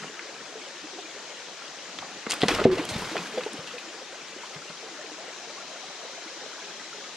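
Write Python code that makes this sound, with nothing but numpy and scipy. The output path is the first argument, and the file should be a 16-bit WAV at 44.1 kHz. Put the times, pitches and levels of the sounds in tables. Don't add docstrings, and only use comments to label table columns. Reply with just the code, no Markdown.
import sys
import numpy as np
from scipy import signal
from scipy.fft import rfft, irfft
from scipy.io import wavfile
from scipy.ndimage import uniform_filter1d

SR = 44100
rng = np.random.default_rng(int(sys.argv[2]) if len(sys.argv) > 2 else 0)


def store_wav(level_fs):
    pcm = np.round(np.clip(np.atleast_2d(level_fs), -1, 1) * 32767)
    wavfile.write(sys.argv[1], SR, pcm.T.astype(np.int16))


N = 315756
TIME, HZ = np.arange(N) / SR, np.fft.rfftfreq(N, 1 / SR)


# start_s, level_db, pitch_hz
PEBBLE_TICKS = [(2.4184, -6, 3350), (2.427, -7.5, 3850)]
# start_s, level_db, pitch_factor, t60_factor
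STONE_PLUNGES = [(2.4313, -5.5, 0.95, 0.4), (2.438, -11, 0.88, 0.41), (2.6521, 4.5, 0.938, 0.9)]
# base_pitch_hz, relative_db, base_t60_s
HOLLOW_MODES = [(156, -1, 0.026), (249, -1.5, 0.052), (507, 1, 0.045), (680, -4.5, 0.038)]

def plunges():
    out, t = np.zeros(N), np.arange(SR // 4) / SR
    for s, db, hz in PEBBLE_TICKS:
        add(out, s, amp(db) * ring(t, hz, t60=.0022, swell_s=.00026, rise_oct=0))
    for s, db, pitch_factor, t60_factor in STONE_PLUNGES:
        for hz, mode_db, t60 in HOLLOW_MODES:
            mode = ring(t, hz * pitch_factor, t60 * t60_factor, swell_s=.002, rise_oct=.06)
            add(out, s, amp(db + mode_db) * mode)
    return signal.sosfilt(butterworth(2, 105, "high"), out)


def cavity(start_s=2.656, rise_s=.0094, pitch_hz=371.6, waver_hz=7, drop_hz=30, drop_s=.014):
    onset = envelope(start_s, -7.5, rise_s, hold_s=0, fall_db_per_s=750)
    held = envelope(start_s, -11, rise_s, hold_s=.069, fall_db_per_s=1400)
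    waver = waver_hz * drift(smooth_s=.0076)
    sharp = drop_hz * np.exp(-np.maximum(TIME - start_s, 0) / drop_s)
    turns = np.cumsum((pitch_hz + sharp + waver) * (TIME > start_s)) / SR
    return (onset + held) * np.sin(2 * np.pi * turns)


# start_s, level_db, centre_hz, t60_s
WATER_SLAPS = [(.042, -37, 700, .05), (2.433, -15.5, 1860, 0.04), (2.4828, -10, 3000, 0.023),
               (2.4825, -20.5, 700, .04), (2.483, -30, 8000, 0.05), (2.49, -31, 1810, .12),
               (2.509, -32, 2800, 0.05), (2.5475, -21, 2300, 0.028), (2.5488, -23.5, 5600, 0.016),
               (2.6005, -22.5, 1700, 0.012), (2.6396, -27, 2210, 0.2), (2.7274, -26, 1800, .04),
               (2.7818, -23.5, 2000, 0.05), (2.888, -30.5, 5600, 0.15), (2.938, -33, 3200, 0.063),
               (3.1669, -21, 1620, 0.025), (3.178, -29, 2000, 0.037), (3.3794, -32.5, 2300, 0.036),
               (3.408, -28, 1500, 0.028), (3.4355, -25.5, 2100, 0.014), (4.563, -38, 1200, .04),
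               (4.701, -37, 850, .04)]

def slaps():
    return impacts(WATER_SLAPS, octaves=1.73, swell_s=.00028, top_hz=7600)


# start_s, spray_db, slosh_db, fall_db_per_s
THROWS = [(2.481, -22.5, -21, 127), (2.584, -39, -25, 200), (2.649, -38, -25, 80), (2.712, -28.5, -28, 66),
          (2.778, -29.5, -32, 99), (2.888, -34.5, -38, 19), (3.09, -37.5, -50, 39), (3.148, -55, -37, 117),
          (3.37, -47, -39, 110), (3.53, -57.5, -44.5, 72)]
# start_s, level_db, hold_s
POOL_HEAVES = [(2.48, -42.5, 0.13), (2.645, -37, .05), (2.905, -46.5, 0.098)]
# frequency_hz, density_db
SPRAY_SPECTRUM = [(100, -22), (300, -16), (900, -2), (1600, -1.5), (3300, -2), (5000, -6.5), (7500, -12.5),
                  (9000, -16.5), (10800, -23.5), (12600, -26), (15000, -39)]
SLOSH_SPECTRUM = [(30, -26), (90, -17), (180, -1), (400, 0), (700, -4), (1300, -7), (2500, -11),
                  (8000, -46), (15000, -80)]
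HEAVE_SPECTRUM = [(20, -18), (40, -1), (90, -8), (150, -6), (300, -25), (1500, -55), (15000, -95)]

def splash(end_s=4.1, rise_s=.0029, clump_db=1.4):
    span = start_s, end_s = THROWS[0][0], end_s
    duty_gain = np.sqrt((end_s - start_s) * SR / N)
    drops = swarm(per_s=6000, band_hz=(504, 13480), cycles=36, spread_db=1.5, rise_oct=.16, span_s=span)
    patter = swarm(per_s=320, band_hz=(2500, 14000), cycles=6.4, spread_db=8, rise_oct=0, span_s=span)
    plips = swarm(per_s=420, band_hz=(894, 5510), cycles=81, spread_db=2.5, rise_oct=.14, span_s=span)
    churn = swarm(per_s=900, band_hz=(131.4, 2200), cycles=17.4, spread_db=3, rise_oct=.53, span_s=span)
    mist, foam, heave = rng.standard_normal((3, 2, N))
    rain = colour(drops + amp(-17) * patter + amp(-6) * plips, SPRAY_SPECTRUM)
    spray = amp(-5) * duty_gain * rain + amp(-4) * colour(mist, SPRAY_SPECTRUM)
    slosh = amp(-2) * duty_gain * colour(churn, SLOSH_SPECTRUM) + amp(-5) * colour(foam, SLOSH_SPECTRUM)
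    thrown = np.sqrt(sum(envelope(s, db, rise_s, 0, fall) ** 2 for s, db, _, fall in THROWS))
    stirred = np.sqrt(sum(envelope(s, db, rise_s, 0, fall) ** 2 for s, _, db, fall in THROWS))
    clumps = unit_rms(amp(clump_db * np.clip(drift(smooth_s=.009), -2, 2)))
    heaving = surges(POOL_HEAVES, rise_s=.025, fall_db_per_s=210) * colour(heave, HEAVE_SPECTRUM)
    return thrown * clumps * spray + stirred * slosh + heaving


# start_s, level_db, pitch_hz, t60_factor, rise_oct
AIR_POCKETS = [(.04, -36, 410, .7, .1), (0.053, -38, 255, 1.1, -0.29), (.094, -37, 420, .7, .1),
               (.22, -42, 335, 1, .2), (0.289, -31.5, 543, 0.49, 0.099), (.408, -38, 440, .8, 0.45),
               (.483, -42, 304, 1.5, .1), (.553, -31.5, 442, 0.81, -0.089), (.615, -41, 340, 1.1, 0.49),
               (.666, -39, 560, .9, -0.12), (.838, -35, 302, 1.3, 0.39), (.93, -39, 380, 1.4, -.2),
               (.957, -38, 326, 1.4, -0.027), (.983, -32.5, 740, 0.89, -0.2), (.985, -33, 386, 0.87, 0.26),
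               (1.04, -43, 306, 1.4, 0.18), (1.146, -40, 400, 1, .2), (1.331, -41, 525, 1, .1),
               (1.653, -42, 425, 1, .1), (2.023, -34.5, 702, 1.2, 0.27), (2.433, -12, 398, 0.48, 0.2),
               (2.434, -13, 697, 0.38, -0.087), (2.447, -27, 980, .7, 0.043), (2.451, -20, 200, .8, .15),
               (2.486, -17.5, 665, 1, 0.061), (2.486, -17, 803, 1.1, 0.1), (2.503, -21, 286, 0.87, 0.037),
               (2.533, -29, 483, 1, -0.13), (2.588, -25, 590, 0.91, .1), (2.591, -22, 1342, 1.1, -0.28),
               (2.612, -14.5, 375, 0.64, 0.88), (2.672, -14, 205, 1, -0.24), (2.658, -20, 850, .9, -.1),
               (2.708, -24, 180, 1, 0.018), (2.726, -29, 1010, .8, .1), (2.769, -17, 466, 0.9, .3),
               (2.779, -16.5, 620, 0.69, 0.43), (2.7912, -9, 295, 0.74, 0.094), (2.81, -25, 422, .8, .2),
               (2.823, -25, 395, 0.65, 0.76), (2.843, -33, 390, 1, .3), (3.018, -29, 997, 0.87, -0.084),
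               (3.114, -30, 325, 1.53, -0.025), (3.145, -31, 475, 0.89, 0.67),
               (3.154, -19.5, 678, 0.33, -0.1), (3.159, -26, 391, 1.2, 0.69), (3.19, -32, 179, 1.9, -0.12),
               (3.338, -30.5, 441, 3.1, -0.25), (3.373, -23, 597, 0.66, 0.22), (3.378, -17, 496, 0.89, .1),
               (3.461, -22, 425, 0.71, 0.061), (3.463, -32, 848, 1.2, 0.45),
               (3.537, -34.5, 291, 1.3, -0.15), (3.573, -37, 527, 0.98, 0.51), (3.602, -36, 484, 1.3, 0.95),
               (3.6, -38, 1200, 1.3, .1), (3.672, -33, 2870, .8, -0.2), (3.709, -38, 1300, 1.1, -0.045),
               (3.734, -34.5, 510, 2.2, -0.34), (3.781, -33, 2540, .7, -0.061), (3.873, -38, 320, 0.82, .2),
               (3.941, -37, 428, 0.88, 0.33), (4.012, -36, 514, 1.4, 0.36),
               (4.014, -36.5, 430, 0.93, -0.076), (4.122, -39.5, 485, 1.6, 1.3),
               (4.187, -37.5, 406, 1, 0.36), (4.361, -32.5, 352, 0.69, 0.28), (4.432, -34, 960, 0.87, 0.25),
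               (4.551, -38, 427, .6, 0.053), (4.654, -39, 437, .7, .1), (4.826, -37, 640, .7, .1),
               (4.833, -35, 445, 1.5, -0.025), (4.908, -39, 327, 1.5, 0.12), (5.008, -39, 350, 1.3, 0.48),
               (5.042, -34, 438, 0.76, 0.16), (5.115, -39.5, 312, 1.6, -0.083),
               (5.183, -39, 621, 4.1, 1.04), (5.281, -32, 490, 0.5, -0.015), (5.397, -38, 703, 1, -0.14),
               (5.426, -40, 690, 1.5, .1), (5.47, -38.5, 450, 1.4, 0.36), (5.495, -38, 547, 1.35, 0.76),
               (5.566, -36.5, 1038, 2, 0.66), (5.643, -40, 405, 1, -0.42), (5.83, -41, 754, 2.3, 0.042),
               (5.897, -37, 560, 1, 0.27), (6.093, -33.5, 550, 0.6, 0.044), (6.182, -35.5, 670, 0.68, 0.27),
               (6.257, -39, 322, 1.2, 0.1), (6.31, -44, 500, 1.6, 0.33), (6.36, -41.5, 328, 1.6, .2),
               (6.413, -38, 535, 1.2, -0.38), (6.429, -37, 773, 0.81, 0.25), (6.438, -42, 425, 0.89, 0.088),
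               (6.587, -40, 946, 1.1, 0.36), (6.926, -35, 1310, 1.1, 0.49), (6.942, -38, 594, 1.3, -0.57),
               (6.98, -40, 409, 2.4, 0.33), (7.018, -38, 530, 1.2, 0.057), (7.08, -44, 400, 1.1, 0.048)]

def pockets():
    out = np.zeros(N)
    for s, db, hz, t60_factor, rise_oct in AIR_POCKETS:
        add(out, s, amp(db) * pocket(hz, t60_factor, rise_oct))
    return out


def pocket(hz, t60_factor, rise_oct, swell_s=.0038, slop_db=-12):
    t = np.arange(SR // 4) / SR
    t60 = t60_factor * .067 * (400 / hz) ** .27
    band = butterworth(4, band_edges(hz, octaves=1.53), "band")
    slop = unit_rms(signal.sosfilt(band, rng.standard_normal(len(t))))
    slop *= np.minimum(t / swell_s, 1) * decay(t, t60=.1)
    return ring(t, hz, t60, swell_s, rise_oct) + amp(slop_db) * slop


# start_s, level_db, pitch_hz
SINGLE_DRIPS = [(.032, -36, 1325), (.614, -39, 2225), (.659, -42, 2975), (1.054, -36, 2390),
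                (1.618, -38, 1346), (2.333, -29, 2510), (2.484, -23, 1990), (2.492, -28, 1347),
                (2.506, -24, 2550), (2.511, -27, 3350), (2.545, -29, 2850), (2.786, -30, 2000),
                (2.791, -28, 2380), (2.848, -31, 3200), (2.894, -30, 4100), (2.939, -33, 3600),
                (2.999, -34, 1550), (3.177, -29, 2475), (3.255, -34, 1630), (3.435, -33, 2550),
                (3.568, -37, 3075), (3.674, -41, 3160), (4.617, -39, 1350), (4.695, -42, 4160),
                (4.972, -39, 1350), (5.603, -38, 1370), (5.76, -37, 1390), (6.133, -41, 1460),
                (6.278, -39, 2150), (6.619, -38.5, 1620), (6.795, -37, 1950), (6.859, -41, 1950),
                (7.051, -39, 1275)]

def drips():
    out, t = np.zeros(N), np.arange(SR // 8) / SR
    for s, db, hz in SINGLE_DRIPS:
        add(out, s, amp(db) * ring(t, hz, t60=.057, swell_s=.0023, rise_oct=.11))
    return out


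# start_s, level_db, hold_s
SHOWERS = [(2.485, -46, 0.018), (2.89, -49, .015), (2.978, -51, .03), (3.04, -62, .25)]
# frequency_hz, density_db
SHOWER_SPECTRUM = [(1000, -30), (4000, -6), (7000, -8), (9000, 1), (11000, -10), (13000, -7), (15000, -16)]

def sprinkle():
    ticks = swarm(per_s=900, band_hz=(5000, 14500), cycles=12, spread_db=2, rise_oct=0)
    return surges(SHOWERS, rise_s=.008, fall_db_per_s=200) * colour(ticks, SHOWER_SPECTRUM)


# start_s, level_db, centre_hz, t60_s
STONE_KNOCKS = [(.035, -37, 1700, 0.047), (.1922, -29, 1640, 0.034), (1.9872, -25.5, 2900, 0.019),
                (1.9872, -31, 1300, .014), (2.02, -37, 940, 0.15), (2.2652, -27.5, 1440, 0.043),
                (2.2652, -26, 330, 0.05), (2.3083, -19, 6600, 0.016), (2.3083, -25, 2740, .04),
                (2.3186, -25, 6940, 0.04), (2.3186, -25, 2760, 0.077), (2.3335, -26, 1940, 0.018),
                (2.339, -26, 8500, 0.01), (2.852, -26, 8000, 0.011), (3.532, -35.5, 7550, 0.02),
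                (3.672, -37.5, 2793, .06), (3.782, -37, 2600, .04), (4.434, -38, 1000, .04),
                (4.466, -38, 3900, .02), (4.692, -42, 4100, .06)]

def knocks():
    return impacts(STONE_KNOCKS, octaves=.93, swell_s=.0001, top_hz=11300)


# start_s, level_db, pitch_hz
COLLISIONS = [(2.298, -24, 4900), (2.3038, -17, 4660), (2.3082, -19, 3000), (2.3188, -18, 3820),
              (2.334, -19.5, 1310), (2.3392, -27, 4900), (2.64, -21.5, 3020), (3.436, -30, 2600),
              (4.548, -30, 2880)]
# pitch_ratio, relative_db, t60_s
CLICK_MODES = [(1, 2, .006), (1.35, -1, .004), (1.88, -4.5, .008)]

def clicks():
    out, t = np.zeros(N), np.arange(SR // 20) / SR
    for s, db, hz in COLLISIONS:
        for ratio, mode_db, t60 in CLICK_MODES:
            add(out, s, amp(db + mode_db) * ring(t, hz * ratio, t60, swell_s=.00014, rise_oct=0))
    return out


# start_s, level_db, hold_s
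SOIL_SPILLS = [(2.292, -36, 0.044), (2.403, -33.5, 0.052)]
# frequency_hz, density_db
SOIL_SPECTRUM = [(60, -27), (300, -2), (1500, -3), (3300, -4.5), (5500, -11), (9000, -16), (12000, -29),
                 (15000, -46)]

def soil():
    rustle = colour(grainy_noise(grain_db=3, grain_samples=20), SOIL_SPECTRUM)
    return surges(SOIL_SPILLS, rise_s=.0056, fall_db_per_s=130) * rustle


# start_s, level_db, pitch_hz, t60_s
FOOTFALLS = [(1.998, -47, 100, .06), (2.914, -22.5, 119, 0.023), (2.959, -17.5, 151, 0.024),
             (3.015, -29.5, 188, 0.074), (3.068, -35, 144, 0.044), (3.586, -32.5, 156, 0.053),
             (4.558, -36.5, 155, 0.099), (4.695, -41, 170, 0.07)]

def boots(swell_s=.0036, crunch_db=-13, crunch_hz=(130, 900)):
    out, t = np.zeros(N), np.arange(SR // 6) / SR
    muffle = butterworth(2, crunch_hz, "band")
    for s, db, hz, t60 in FOOTFALLS:
        thud = ring(t, hz, t60, swell_s, rise_oct=-.14)
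        gravel = unit_rms(signal.sosfilt(muffle, rng.standard_normal(len(t))))
        crunch = gravel * np.minimum(t / swell_s, 1) * decay(t, 2 * t60)
        add(out, s, amp(db) * (thud + amp(crunch_db) * crunch))
    return signal.sosfilt(butterworth(2, 65, "high"), out)


# start_s, level_db, hold_s
WEIGHT_SHIFTS = [(0, -41.5, 0.015), (1.87, -50, 0.29), (2.28, -44.5, 0.043)]
# frequency_hz, density_db
SWIRL_SPECTRUM = [(30, -28), (100, -37), (150, 2.5), (260, 3), (420, -10), (1300, -3.5), (3000, -17),
                  (9000, -24), (15000, -54)]

def wading():
    swirl = colour(rng.standard_normal((2, N)), SWIRL_SPECTRUM)
    return surges(WEIGHT_SHIFTS, rise_s=.019, fall_db_per_s=164) * swirl


# start_s, level_db, hold_s
SOLE_DRAGS = [(3.558, -48, 0.0091), (3.66, -42, 0.013), (3.698, -48, 0.037), (3.772, -44, .014),
              (4.115, -53, 0.025), (4.265, -52, 0.022), (4.41, -48.5, 0.047), (4.475, -49, .012),
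              (4.525, -48, 0.017)]
# frequency_hz, density_db
SCUFF_SPECTRUM = [(100, -35), (600, -8), (1200, -3), (1900, -10), (2700, -6), (3400, -3.5), (4200, -1),
                  (6000, -19), (9000, -14), (15000, -35)]

def scuffs(drip_db=-4):
    rasp = unit_rms(grainy_noise(grain_db=2, grain_samples=60))
    droplets = swarm(per_s=450, band_hz=(1010, 3280), cycles=80, spread_db=2.5, rise_oct=.1)
    swish = colour(rasp + amp(drip_db) * droplets, SCUFF_SPECTRUM)
    return surges(SOLE_DRAGS, rise_s=.0098, fall_db_per_s=450) * swish


# frequency_hz, density_db
WASH_SPECTRUM = [(20, -27), (80, -21.5), (110, -39), (140, -9), (200, -6.5), (420, -2), (900, -5),
                 (1500, -3), (4300, -6), (6500, -6.5), (7700, -12.5), (8150, -19.5), (9000, -18.5),
                 (10800, -31), (13000, -37), (15000, -71)]
GURGLE_SPECTRUM = [(100, -32), (170, -14), (260, -4.5), (400, 1.5), (620, 3), (1000, -5), (1600, -3.5),
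                   (2800, -9.5), (6000, -34.5)]
# frequency_hz, coherence
CREEK_COHERENCE = [(100, 0.52), (400, 0.87), (1300, 0.89), (3000, 0.71), (5500, 0.32), (10000, 0.054)]
# frequency_hz, left_minus_right_db
CREEK_BALANCE = [(60, 0.5), (110, -2), (200, 1), (380, 0.5), (700, 3), (1290, 2), (2380, 5), (4400, 4.5),
                 (8120, 3.5), (15000, -4)]

def creek(wash_db=-42.5, gurgle_db=-53, glug_db=-54, runs_db=-52, trickle_db=-57):
    hiss = riffle_hiss()
    fizz = swarm(per_s=1200, band_hz=(608, 8950), cycles=49, spread_db=2.5, rise_oct=.049)
    wash = amp(wash_db) * colour(amp(2) * hiss + amp(-9) * fizz, WASH_SPECTRUM)
    gurgles = swarm(per_s=520, band_hz=(235.3, 2824), cycles=31, spread_db=3, rise_oct=.33)
    glugs = swarm(per_s=90, band_hz=(270.6, 1100), cycles=98.4, spread_db=1.2, rise_oct=.61)
    babble = amp(gurgle_db) * eddies() * colour(gurgles, GURGLE_SPECTRUM)
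    babble += amp(glug_db) * colour(glugs, GURGLE_SPECTRUM)
    trickle = swarm(per_s=70, band_hz=(996, 3500), cycles=140, spread_db=2.5, rise_oct=.14)
    babble[0] += amp(runs_db) * glug_runs() + amp(trickle_db) * trickle[0]
    return stereo(wash + babble, CREEK_COHERENCE, CREEK_BALANCE, left_lag_s=1.4e-5)


def riffle_hiss(patchy_db=1.43):
    real, imag, patches = rng.standard_normal((N // 256 + 5, 513, 2, 3)).T
    patches = uniform_filter1d(patches[0], size=14, axis=0)
    patches = unit_rms(uniform_filter1d(patches, size=8, axis=1))
    spectrogram = (real + 1j * imag) * amp(patchy_db * patches)
    return unit_rms(signal.istft(spectrogram, nperseg=1024, noverlap=768)[1][:, :N])


def eddies(swell_db=2.5, swell_s=.21):
    flow = rng.standard_normal(N)
    for _ in range(2):
        flow = uniform_filter1d(flow, int(swell_s * SR), mode="wrap")
    return amp(swell_db * np.clip(unit_rms(flow), -2, 2))


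def glug_runs(runs_per_s=5, count=7, gap_s=.022, centre_hz=430, spread_db=2.5):
    out = np.zeros(N)
    for slot_s in np.arange(0, N / SR, 1 / runs_per_s):
        draws = rng.uniform(-1, 1, (count + 1, 3))
        late, run_pitch, _ = draws[0]
        s = slot_s + (1 + late) / 2 / runs_per_s
        for wait, detune, force in draws[1:]:
            hz = centre_hz * 2 ** (.595 * run_pitch + .25 * detune)
            add(out, s, amp(spread_db * force) * pocket(hz, t60_factor=.7, rise_oct=.14))
            s += gap_s * (1 + wait / 2)
    return out


# centre_hz, half_width_hz, level_db
SONG_PEAKS = [(3140, 130, -3), (3980, 250, 2), (5300, 410, -6), (6100, 650, -4.5)]
# time_s, level_db
CHORUS_SWELL = [(0, -60), (0.6, -53), (2, -49.5), (3.9, -66), (4.8, -52), (5.5, -48.5), (6.3, -46.5),
                (7.2, -47.5)]

def insects(lean_db=1):
    song = sum(amp(db) / (1 + ((HZ - hz) / width) ** 2) for hz, width, db in SONG_PEAKS)
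    chorus = unit_rms(irfft(rfft(rng.standard_normal((2, N))) * song, N))
    swell = amp(np.interp(TIME, *np.transpose(CHORUS_SWELL)))
    return chorus * swell * amp([[lean_db], [-lean_db]])


# frequency_hz, t60_s
FOREST_DECAY = [(150, 0.6), (1000, 0.32), (4000, 0.31), (12000, 0.12)]

def forest(x, echoes_per_s=2000):
    taps = rng.standard_normal((2, SR // 2)) * (rng.random((2, SR // 2)) < echoes_per_s / SR)
    taps[:, :SR // 200] = 0
    hz, t, spectrogram = signal.stft(taps, SR, nperseg=256)
    tail = signal.istft(spectrogram * decay(t, curve(FOREST_DECAY, hz)[:, None]), SR, nperseg=256)[1]
    return signal.fftconvolve(x[None], tail / np.linalg.norm(tail[0]), axes=1)[:, :N]


def ring(t, hz, t60, swell_s, rise_oct):
    turns = hz * t * (1 + np.log(2) * rise_oct * t / t60 / 2)
    onset = 1 - np.exp(-(t / swell_s) ** 2)
    return np.sin(2 * np.pi * turns) * onset * decay(t - swell_s, t60)


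def swarm(per_s, band_hz, cycles, spread_db, rise_oct, span_s=(0, N / SR)):
    (start, end), (low, high) = span_s, np.sqrt(band_hz)
    when, pitch, force, side = rng.random((int(per_s * (end - start)), 4)).T
    hz = (low + pitch * (high - low)) ** 2
    gain = hz ** .75 * amp(spread_db * np.minimum(-np.log(1 - force), 4))
    length = (cycles * SR / hz).astype(int) + 1
    k = np.repeat(np.arange(len(hz)), length)
    age = np.arange(len(k)) - (np.cumsum(length) - length)[k]
    sound = gain[k] * ring(age / SR, hz[k], cycles / hz[k], .5 / hz[k], rise_oct)
    at = ((start + when * (end - start)) * SR).astype(int)[k] + age
    return unit_rms(np.array([np.bincount(at, sound * half[k], N)[:N] for half in (side < .5, side >= .5)]))


def impacts(rows, octaves, swell_s, top_hz, bounce_s=.00148, bounce_db=-14):
    out, t = np.zeros((2, N)), np.arange(SR // 4) / SR
    dull = butterworth(2, top_hz, "low")
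    for s, db, hz, t60 in rows:
        fade = (1 - np.exp(-t / swell_s)) * decay(t, t60)
        band = butterworth(2, band_edges(hz, octaves), "band")
        burst = signal.sosfilt(np.vstack([band, dull]), rng.standard_normal((2, len(t))) * fade)
        burst *= np.linalg.norm(fade) / np.linalg.norm(burst, axis=1, keepdims=True)
        add(out, s, amp(db) * burst)
        add(out, s + bounce_s, amp(db + bounce_db) * burst)
    return out


def grainy_noise(grain_db, grain_samples):
    noise, size = rng.standard_normal((2, 2, N))
    return noise * amp(grain_db * unit_rms(uniform_filter1d(size[0], grain_samples)))


def drift(smooth_s):
    return unit_rms(uniform_filter1d(rng.standard_normal(N), int(smooth_s * SR)))


def envelope(start_s, db, rise_s, hold_s, fall_db_per_s):
    age = TIME - start_s
    fallen_db = np.minimum(fall_db_per_s * np.maximum(age - rise_s - hold_s, 0), 200)
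    return np.clip(age / rise_s, 0, 1) * amp(db - fallen_db)


def surges(rows, rise_s, fall_db_per_s):
    return np.sqrt(sum(envelope(s, db, rise_s, hold, fall_db_per_s) ** 2 for s, db, hold in rows))


def decay(t, t60):
    return np.exp(-np.log(1000) * t / t60)


def colour(x, spectrum):
    return unit_rms(irfft(rfft(x) * amp(curve(spectrum, HZ)), N))


def curve(points, hz):
    frequency, value = np.transpose(points)
    return np.interp(np.log(hz + 1), np.log(frequency + 1), value)


def butterworth(order, cutoff_hz, kind):
    return signal.butter(order, cutoff_hz, kind, fs=SR, output="sos")


def band_edges(hz, octaves):
    half = 2 ** (octaves / 2)
    return hz / half, min(hz * half, SR / 3)


def amp(db):
    return 10 ** (np.asarray(db) / 20)


def unit_rms(x):
    return x / np.sqrt(np.mean(x ** 2) + 1e-20)


def add(mix, s, sound):
    part = mix[..., round(s * SR):][..., :sound.shape[-1]]
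    part += sound[..., :part.shape[-1]]


def stereo(pair, coherence, balance, left_lag_s):
    mid, side = rfft(pair)
    angle = np.arccos(np.clip(curve(coherence, HZ), 0, 1)) / 2
    mid, side = mid * np.cos(angle), side * np.sin(angle)
    lean = amp(curve(balance, HZ) / 2)
    delay = np.exp(-2j * np.pi * HZ * left_lag_s)
    return irfft(np.array([(mid + side) * lean * delay, (mid - side) / lean]), N)


# frequency_hz, coherence
POOL_COHERENCE = [(40, .9), (150, .96), (400, .98), (1300, .95), (3000, .9), (6000, .66), (11000, .45)]
# frequency_hz, left_minus_right_db
POOL_BALANCE = [(40, 2.4), (90, 1.4), (300, 0), (1200, .3), (2800, 1.8), (6000, 1.3), (11000, -.5)]

def scene(echo_db=-20):
    pool = knocks() + slaps() + soil() + splash() + sprinkle() + wading() + scuffs()
    pool[0] += plunges() + cavity() + pockets() + drips() + clicks() + boots()
    pool += amp(echo_db) * forest(pool[0])
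    return stereo(pool, POOL_COHERENCE, POOL_BALANCE, left_lag_s=1.7e-5) + creek() + insects()


def record(dry, threshold_db=-18, squeeze=.47, recovery_db_per_s=55, top_hz=15300):
    power_db = 10 * np.log10(abs(uniform_filter1d((dry ** 2).mean(0), 200)) + 1e-12)
    release_db = TIME * recovery_db_per_s
    peak_db = np.maximum.accumulate(power_db + release_db) - release_db
    over_db = np.maximum(peak_db - threshold_db, 0)
    ducked = dry / amp(squeeze * uniform_filter1d(over_db, 100))
    low_pass = signal.firwin(511, top_hz, window=("kaiser", 9), fs=SR)
    return signal.oaconvolve(ducked, low_pass[None], "same")


dry = scene()
out = record(dry)
store_wav(out)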